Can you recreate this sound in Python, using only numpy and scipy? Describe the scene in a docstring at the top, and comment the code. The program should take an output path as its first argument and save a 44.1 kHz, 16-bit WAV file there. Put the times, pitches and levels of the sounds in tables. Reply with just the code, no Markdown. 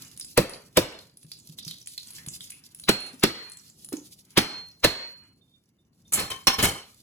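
"""Juice trickles and spatters on a sink mat while the back of a cleaver knocks on a coconut held above it.
At each knock filtered noise makes the crack and fading sine tones make the hollow shell and thin blade.
Between knocks the hand tosses and catches the nut, with low tones and dull slaps; later come faint tinkles.
Last, the cleaver is laid down clattering in the next basin: booms, rattles and rings. Low rumble lies below.
A small two-port microphone with a compressor listens close by."""
import sys
import numpy as np
from scipy import signal
from scipy.fft import rfft, irfft, next_fast_len
from scipy.io import wavfile
from scipy.ndimage import uniform_filter1d, minimum_filter1d, map_coordinates

SR = 44100
rng = np.random.default_rng(int(sys.argv[2]) if len(sys.argv) > 2 else 0)


def voltage_ratio(decibels):
    """Convert decibels (scalar or array-like) to amplitude ratios, 20 dB per decade."""
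    exponent = np.asarray(decibels, float) / 20
    return 10 ** exponent


def transcribe(u):
    """Save the signal u as a 16-bit wav file named by the first command-line argument.

    u: samples, shape (n,) or (channels, n), limited to [-1, 1]; the rate is SR.
    q: integer samples, one column per channel.
    """
    v = np.clip(np.atleast_2d(u).T, -1, 1)
    q = np.round(v * 32767).astype(np.int16)
    wavfile.write(sys.argv[1], SR, q)


N = 309878  # length in samples

# In all tables t60 is the time in which a sound falls by 60 dB.
# Tones of the blade. Each row: pitch in Hz, level in dB, t60 in seconds.
BLADE = [(2230, -18.5, 0.16), (2750, -12, .07), (3500, -18.5, 0.16), (5130, -18, .12), (8950, -16, .1),
         (4243, -5, 0.66)]
# Colour of the woody knock, also used for rattles and slaps. Each row: frequency in Hz, level in dB per Hz.
KNOCK = [(500, -10.5), (900, -5.5), (2000, -5.5), (4200, -6), (5500, -10.5), (7000, -23.5)]
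# Colour of the sharp snap, also used for clinks. Each row: frequency in Hz, level in dB per Hz.
SNAP = [(3500, -26.5), (5500, -12), (8000, 5), (10000, 0.5), (13500, -2), (15500, -23), (16500, -25)]


def unit(x):
    """Scales a sound to an average (rms) level of 1."""
    return x / np.sqrt(np.mean(x ** 2) + 1e-20)


def along(points, hz):
    """Reads a curve of (Hz, value) points, with frequency on a log axis."""
    f, v = np.transpose(points)
    return np.interp(np.log(hz + 1), np.log(f + 1), v)


def filtered(x, response):
    """Multiplies the spectrum of x by a response that depends on frequency."""
    n = x.shape[-1]
    m = next_fast_len(n + 8192)
    spectrum = rfft(x, m) * response(np.fft.rfftfreq(m, 1 / SR))
    return irfft(spectrum, m)[..., :n]


def noise(colour, size):
    """Noise with the given colour, at rms 1."""
    return unit(filtered(rng.standard_normal(size), lambda hz: voltage_ratio(along(colour, hz))))


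def wobble(rate):
    """A smooth random curve with rate knots a second."""
    knots = rng.standard_normal(int(N * rate / SR) + 4)
    return map_coordinates(knots, [np.arange(N) * rate / SR])


def fade(t, t60, rise):
    """A quick rise, then a fall of 60 dB in t60 seconds."""
    return voltage_ratio(-60 * t / max(t60, .002)) * (1 - np.exp(-t / rise))


def ring(t, modes, rise, scatter_db):
    """A struck object: fading sine tones, each at a new random strength around its level."""
    out = 0
    for hz, db, t60 in modes:
        strength = voltage_ratio(db + scatter_db * rng.normal())
        out = out + strength * fade(t, t60, rise) * np.sin(2 * np.pi * hz * t)
    return out


def add(track, s, sound):
    """Mixes a sound into a track at s seconds."""
    part = track[..., round(s * SR):][..., :sound.shape[-1]]
    part += sound[..., :part.shape[-1]]


def room_tail():
    """A fresh noisy answer of the kitchen with energy 1; each frequency dies at its own speed."""
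    # Each row: frequency in Hz, t60 in seconds.
    decay = [(100, 0.23), (500, 0.37), (2000, 0.39), (6000, 0.33), (14000, 0.23)]
    hz, t, z = signal.stft(rng.standard_normal(SR * 3 // 4), SR, nperseg=256)
    fading = voltage_ratio(-60 * t / along(decay, hz)[:, None])
    tail = signal.istft(z * fading, SR, nperseg=256)[1]
    return np.pad(tail, (180, 0)) / np.linalg.norm(tail)  # starts 180 samples late


def washed(hit, wet_db, blur_hz):
    """One hit plus its answer; the walls gather it from all sides, so only its broad colour comes back."""
    grid = np.fft.rfftfreq(len(hit), 1 / SR)
    power = np.abs(rfft(hit)) ** 2
    colour = np.sqrt(np.abs(uniform_filter1d(power, max(round(blur_hz / grid[1]), 1))))
    answer = voltage_ratio(wet_db) * filtered(room_tail(), lambda hz: np.interp(hz, grid, colour))
    add(answer, 0, hit)
    return answer


def echoed(x, wet_db):
    """A stream of small sounds plus the kitchen's answer."""
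    return x + voltage_ratio(wet_db) * signal.fftconvolve(x, room_tail())[:len(x)]


def blows():
    """Steel on shell: a snap of fibres, a woody knock, the hollow shell, the jolted hand, and the blade."""
    # Each row: start in seconds, strength in dB, shell pitch in Hz, blade ring in dB,
    # seconds until the grip chokes the ring.
    hits = [(0.375, -3, 489, -36.5, .3), (0.771, -1, 510, -34.5, 0.35), (2.891, 1, 333.9, -13, .19),
            (3.236, -1, 320, -20.5, .43), (4.377, 4, 296.7, -15.5, 0.42), (4.845, 2.5, 470, -13.5, 0.57)]
    # Tones of the shell. Each row: multiple of shell pitch, level in dB, t60 in seconds before damping.
    shell_modes = [(0.599, -9, 0.13), (.7, -1.5, 0.1), (1, 8.5, 0.05), (1.191, 6, 0.045),
                   (1.449, -7, 0.038), (1.9, -7.5, 0.041), (2.401, -11.5, 0.019)]
    # Colour of the jolt in the hand. Each row: frequency in Hz, level in dB per Hz.
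    push_colour = [(30, -31.5), (55, -8.5), (110, 3), (200, 3.5), (300, -26)]
    dead_ring_db = -36.5  # blade ring of a blow that sinks in fully
    push_db, knock_db, snap_db = 1, 0.5, -3  # over the strength of the blow; the push is then lowered below
    push_loss, shell_damping = 0.48, 0.028  # per dB of livelier rebound: dB less push, faster shell fade
    # noise before the crack: level in dB over the blow, extra dB per dB of blade ring, time constant in seconds
    before_db, before_grows, before_s = -19, .45, 0.0034
    out, t = np.zeros(N), np.arange(SR) / SR
    for s, db, hz, ring_db, choke in hits:
        lively_db = ring_db - dead_ring_db
        damping = np.exp(-shell_damping * lively_db)
        tones = [(k * hz, level, damping * t60) for k, level, t60 in shell_modes]
        shell = ring(t, tones, rise=.003, scatter_db=2.0)
        push = noise(push_colour, size=len(t)) * fade(t, 0.11, rise=0.018)
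        knock = noise(KNOCK, size=len(t)) * fade(t, 0.062, rise=0.003)
        snap_fade = fade(t, 0.015, rise=0.00085) + 0.12 * fade(t, .07, rise=.002)
        snap = noise(SNAP, size=len(t)) * snap_fade
        hit = voltage_ratio(push_db - push_loss * lively_db) * push + voltage_ratio(knock_db) * knock + voltage_ratio(snap_db) * snap
        add(out, s, washed(voltage_ratio(db) * hit[:SR // 5], wet_db=-6.5, blur_hz=320))
        # a short noise swells in just before each crack, louder where the blade ring is louder
        noise_before = noise(KNOCK, size=SR // 30) * np.exp(-t[SR // 30:0:-1] / before_s)
        add(out, s - 1 / 30, voltage_ratio(db + before_db + before_grows * lively_db) * noise_before)
        blade = ring(t, BLADE, rise=0.0029, scatter_db=3.5) * np.exp(-(t / choke) ** 4)
        add(out, s, voltage_ratio(ring_db) * blade)
        add(out, s + .003, washed(voltage_ratio(db) * shell[:SR // 5], wet_db=-13.5, blur_hz=200))
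    return out


def flow_db():
    """Strength of the juice stream, sample by sample."""
    # Juice running out. Each row: time in seconds, spray level in dB.
    stream = [(0.0, -46.5), (0.21, -55), (0.95, -61), (1.1, -65), (1.57, -50), (2.046, -51.5), (2.36, -47),
              (2.65, -58), (3.45, -55.5), (4.232, -59), (5.2, -68), (5.3, -74), (5.968, -79.5), (6.1, -60),
              (6.9, -62.5), (7.027, -55.5)]
    return np.interp(np.arange(N) / SR, *np.transpose(stream))


def splat(t, hz):
    """One drop: a sharp tick and a burst of spray, strongest near one pitch."""
    # Each row: frequency in Hz, level in dB per Hz.
    colour = [(900, -16.5), (1500, -13), (3000, -3.5), (10000, 0), (14000, -5.5), (16500, -16)]
    burst = filtered(noise(colour, size=len(t)), lambda f: 0.05 + 1 / (1 + ((f - hz) / (0.11 * hz)) ** 2))
    tick = 1.7 * noise(colour, size=len(t)) * fade(t, 0.0022, rise=.0002)
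    return tick + unit(burst) * (fade(t, 0.012, rise=0.00095) + 0.11 * fade(t, 0.28, rise=0.0018))


def juice():
    """A thin stream breaks on the mat as flickering spray, with sloshing, random drips and loud drops."""
    # Loud drops. Each row: start in seconds, level in dB, centre pitch in Hz.
    loud_drops = [(0.175, -30, 9730), (0.1975, -24, 9260), (0.211, -25, 4877), (0.2466, -27, 8970),
                  (0.4948, -22, 9860), (0.5355, -30, 4515), (0.9889, -33, 4104), (1.1711, -37, 10780),
                  (1.2306, -40, 10020), (1.3169, -26, 4550), (1.586, -26, 3740), (1.6496, -28.5, 5730),
                  (1.6791, -22.5, 4370), (1.7107, -25, 3850), (1.8599, -37, 6950), (1.8726, -24.5, 8860),
                  (1.9779, -22, 4220), (2.1057, -29.5, 10980), (2.1834, -31, 1877), (2.2632, -26.5, 10620),
                  (2.2851, -22, 7540), (2.4066, -29, 3603), (2.504, -24.5, 10000), (2.52, -31.5, 2483),
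                  (2.7472, -31, 10330), (2.7978, -28.5, 9930), (2.837, -30, 4090), (3.004, -21.5, 9700),
                  (3.064, -29, 9100), (3.143, -40.5, 9400), (3.196, -36, 9800), (3.4982, -34, 9930),
                  (3.5189, -32.5, 8800), (3.5713, -34, 7960), (3.8462, -27.5, 10100), (3.8882, -30, 10700),
                  (3.9278, -25, 907), (3.9684, -30.5, 6510)]
    # Each row: frequency in Hz, level in dB per Hz.
    spray_colour = [(1200, -41), (2000, -19), (3200, -6.5), (4400, -1.5), (6500, -4.5), (10000, -3),
                    (13400, -6.5), (15500, -13), (16500, -28)]
    # Each row: frequency in Hz, level in dB per Hz.
    slosh_colour = [(600, -20.5), (1000, -4), (2000, -3.5), (3000, -3), (4500, -35)]
    # Juice sloshing inside the nut. Each row: middle in seconds, level in dB, length in seconds.
    sloshes = [(0, -60, .15), (0.904, -67, .12), (2.169, -61.5, .1), (2.596, -73.5, .25),
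               (3.442, -57.5, .15), (4.333, -71.5, .08), (5.2, -66.5, .1)]
    slosh_floor_db = -87.5
    drips_per_s, low_hz, high_hz = 9, 4000, 10400
    drip_db, scatter_db = 16.5, 5  # highest level over the stream; how widely the drips fall below it
    t, clock, flow = np.arange(SR // 10) / SR, np.arange(N) / SR, flow_db()

    # about 60 tiny ticks a second, each dying out with a time constant of 2 ms
    ticks = (rng.random(N) < 60 / SR) * rng.exponential(size=N) * 1.2
    flicker = voltage_ratio(5.7 * wobble(39)) + signal.lfilter([1], [1, -np.exp(-1 / (.002 * SR))], ticks)
    spray = voltage_ratio(flow) * unit(flicker * noise(spray_colour, size=N))

    swell = voltage_ratio(slosh_floor_db)
    for s, db, length in sloshes:
        swell = swell + voltage_ratio(db) * np.exp(-((clock - s) / length) ** 2)
    slosh = swell * voltage_ratio(1.6 * wobble(41)) * noise(slosh_colour, size=N)

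    when, pitch, size = rng.random((round(drips_per_s * N / SR), 3)).T
    drip_level = flow[(when * N).astype(int)] + drip_db + scatter_db * np.log(size)
    drips = zip(when * N / SR, drip_level, low_hz * (high_hz / low_hz) ** pitch)
    drops = np.zeros(N)
    for s, db, hz in [*loud_drops, *drips]:
        add(drops, s, voltage_ratio(db) * splat(t, hz))
    return spray + slosh + echoed(drops, wet_db=-11)


def laid_down():
    """The cleaver rocks to rest: each touch booms, chatters and rings basin and blade, damped by contact."""
    # Cleaver touching the basin. Each row: start in seconds, thud in dB, rattle in dB, clink in dB.
    contacts = [(6.121, -44.5, -31, -24), (6.134, -37, -27, -9.5), (6.152, -36, -27, -27),
                (6.173, -29, -19.5, -41.5), (6.195, -29.5, -23.5, -22.5), (6.301, -37.5, -28.5, -33.5),
                (6.47, -19.5, -3, -13), (6.584, -17, -11, -27.5), (6.625, -12.5, -13, -10.5),
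                (6.644, -19, -14, -12.5), (6.683, -36.5, -25, -29)]
    # Colour of the boom. Each row: frequency in Hz, level in dB per Hz.
    thud_colour = [(40, -19), (60, -5.5), (150, -8.5), (350, -11.5), (600, -16), (900, -30)]
    # Basin and the things lying in it. Each row: pitch in Hz, level in dB, t60 in seconds.
    basin = [(802, -8, .12), (1065, -4, .07), (1215, -2, .06), (1790, -8, .07), (2207, -7, .1),
             (3079, -2, .09), (5520, -7, .08), (6130, -7, .07), (7060, -11, .07), (8270, -10, .08),
             (9620, -5, .07), (13110, -10, .08)]
    thud_t60, rattle_t60, clink_t60 = .22, .14, 0.1  # seconds
    lying_t60, ringing_db = .3, -10.5  # longest blade ring in seconds; ringing over the rattle in dB
    judders_per_s, judder_s = 79, 0.043  # tiny re-contacts after a touch; seconds in which they die out
    chatter_db = 2.5  # depth of the rattle's grain
    out, t = np.zeros(N), np.arange(SR // 2) / SR
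    damped = [(hz, db, min(t60, lying_t60)) for hz, db, t60 in BLADE] + basin
    for s, thud_db, rattle_db, clink_db in contacts:
        chatter = unit(voltage_ratio(chatter_db * wobble(160)[:len(t)]))
        boom = voltage_ratio(thud_db) * noise(thud_colour, size=len(t)) * fade(t, thud_t60, rise=.004)
        rattle = voltage_ratio(rattle_db) * chatter * noise(KNOCK, size=len(t)) * fade(t, rattle_t60, rise=0.0065)
        clink = voltage_ratio(clink_db) * chatter * noise(SNAP, size=len(t)) * fade(t, clink_t60, rise=0.0013)
        # the first touch, then random smaller ones, each setting off the ring
        again = (rng.random(len(t)) < judders_per_s / SR) * rng.normal(size=len(t))
        judder = again * np.exp(-t / judder_s) + (t == 0)
        ringing = signal.fftconvolve(judder, ring(t, damped, rise=.001, scatter_db=4))[:len(t)]
        touch = boom + rattle + clink + voltage_ratio(rattle_db + ringing_db) * ringing
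        add(out, s, washed(touch, wet_db=-6, blur_hz=120))
    return out


def catches():
    """Soft landings in the palm: a low tone of the shell and a dull slap."""
    # Nut landing in the palm. Each row: start in seconds, level in dB, pitch in Hz, t60 in seconds.
    landings = [(1.246, -37, 158.6, 0.081), (1.493, -38, 159, 0.13), (1.667, -29.5, 160.6, 0.09),
                (2.274, -27.5, 153, 0.042), (3.135, -36.5, 266, 0.08), (3.923, -18.5, 397, 0.021),
                (3.935, -15.5, 295.8, 0.055)]
    out, t = np.zeros(N), np.arange(SR // 4) / SR
    for s, db, hz, t60 in landings:
        tone = ring(t, [(hz, 0, t60), (1.6 * hz, -9, t60 / 2)], rise=.003, scatter_db=1)
        slap = voltage_ratio(-18) * noise(KNOCK, size=len(t)) * fade(t, 0.025, rise=0.0017)
        add(out, s, voltage_ratio(db) * (tone + slap))
    return echoed(out, wet_db=-11)


def tinkles():
    """Something small and hard ticks faintly on two high notes."""
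    # Each row: start in seconds, level in dB.
    tick_list = [(5.41, -72), (5.477, -69.5), (5.51, -67.5), (5.535, -53), (5.784, -65.5), (6.05, -54)]
    # The two notes. Each row: pitch in Hz, level in dB, t60 in seconds.
    notes = [(3266, -6.5, .06), (3614, 5.5, 0.18)]
    out, t = np.zeros(N), np.arange(SR // 5) / SR
    for s, db in tick_list:
        add(out, s, voltage_ratio(db) * ring(t, notes, rise=.004, scatter_db=8))
    return out


def hum():
    """Low rumble as filtered noise, swollen by juice running into the drain."""
    # Machines beyond the walls. Each row: frequency in Hz, level in dB per Hz.
    colour = [(15, -45), (30, -29), (55, -12), (120, -4.5), (190, -5), (300, -12), (480, -22), (700, -27.5),
              (3000, -44), (12000, -52.5), (16500, -59)]
    middle_db, swell, waver_db = -62.5, 0.24, 2.5  # level at middling flow; dB per dB of flow; random drift
    flow = flow_db()
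    level = middle_db + swell * (flow - flow.mean()) + waver_db * wobble(4.0)
    return voltage_ratio(level) * noise(colour, size=N)


def ports(x):
    """Both ports hear one sound with a lead; case and basin scatter part of it with drifting, mixed-up phase."""
    # The two ports. Each row: frequency in Hz, radians by which left leads, left minus right in dB,
    # likeness of the two from 0 to 1.
    pair = [(0, 0, 0, .99), (200, 0, 0, .96), (450, -.1, -2, .75), (1000, .4, 2, .25), (2100, .9, 3, .3),
            (3400, 1.6, 1, .5), (4800, 3.5, -4, .35), (5900, 5.2, -5, .5), (6900, 6.4, -1, .5),
            (7900, 4.6, -1, .85), (16500, -12.1, 0, .97)]
    f, lead, side, alike = np.transpose(pair)
    half = np.array([[.5], [-.5]])  # left, right
    z = signal.stft(np.roll(x, 100), nperseg=256, noverlap=224)[2]  # 100 samples later
    start_phase = 2 * np.pi * rng.random((len(z), 1))
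    drift = start_phase + .12 * np.cumsum(rng.standard_normal(z.shape), axis=1)
    scattered = signal.istft(z * np.exp(1j * drift), nperseg=256, noverlap=224)[1][:N]
    scattered = scattered * x.std() / scattered.std()

    def turn(hz):
        """Angle that splits the sound into shared and scattered parts."""
        return np.arccos(np.clip(np.interp(hz, f, alike), 0, 1)) / 2

    def port(hz):
        """Level and phase of each port."""
        return voltage_ratio(half * np.interp(hz, f, side)) * np.exp(1j * half * np.interp(hz, f, lead))

    shared = filtered(x, lambda hz: np.cos(turn(hz)) * port(hz))
    # the scattered part has opposite sign in the two ports
    return shared + filtered(scattered, lambda hz: 2 * half * np.sin(turn(hz)) * port(hz))


def scene():
    """All sources at the microphone."""
    return ports(blows() + juice() + laid_down() + catches() + tinkles() + hum())


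def compress(x, threshold_db, share, hold, release_db):
    """Gain drops at loud peaks, holds for hold seconds, then returns by release_db a second."""
    over = np.maximum(20 * np.log10(np.abs(x).max(0) + 1e-9) - threshold_db, 0) * share
    span = max(round(hold * SR), 1)
    held = -minimum_filter1d(-over, span, origin=(span - 1) // 2)
    ramp = release_db * np.arange(N) / SR
    cut = np.maximum.accumulate(held + ramp) - ramp
    # the smoothed gain lags the peak by about half a millisecond, so the first crack partly slips through
    return x * voltage_ratio(-uniform_filter1d(cut, size=61, origin=25))


def roll_off(x):
    """The treble ends steeply here."""
    return signal.sosfilt(signal.butter(12, 16650, fs=SR, output="sos"), x)


def record(dry):
    """The microphone's compressor, soft clipping at full scale and an upper frequency limit."""
    x = compress(dry, threshold_db=-9, share=.6, hold=.09, release_db=100)
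    clipped = x / (1 + np.abs(x) ** 6) ** (1 / 6)
    mix = filtered(clipped, lambda hz: hz < 16600)
    return roll_off(mix)


dry = scene()
out = record(dry)
transcribe(out)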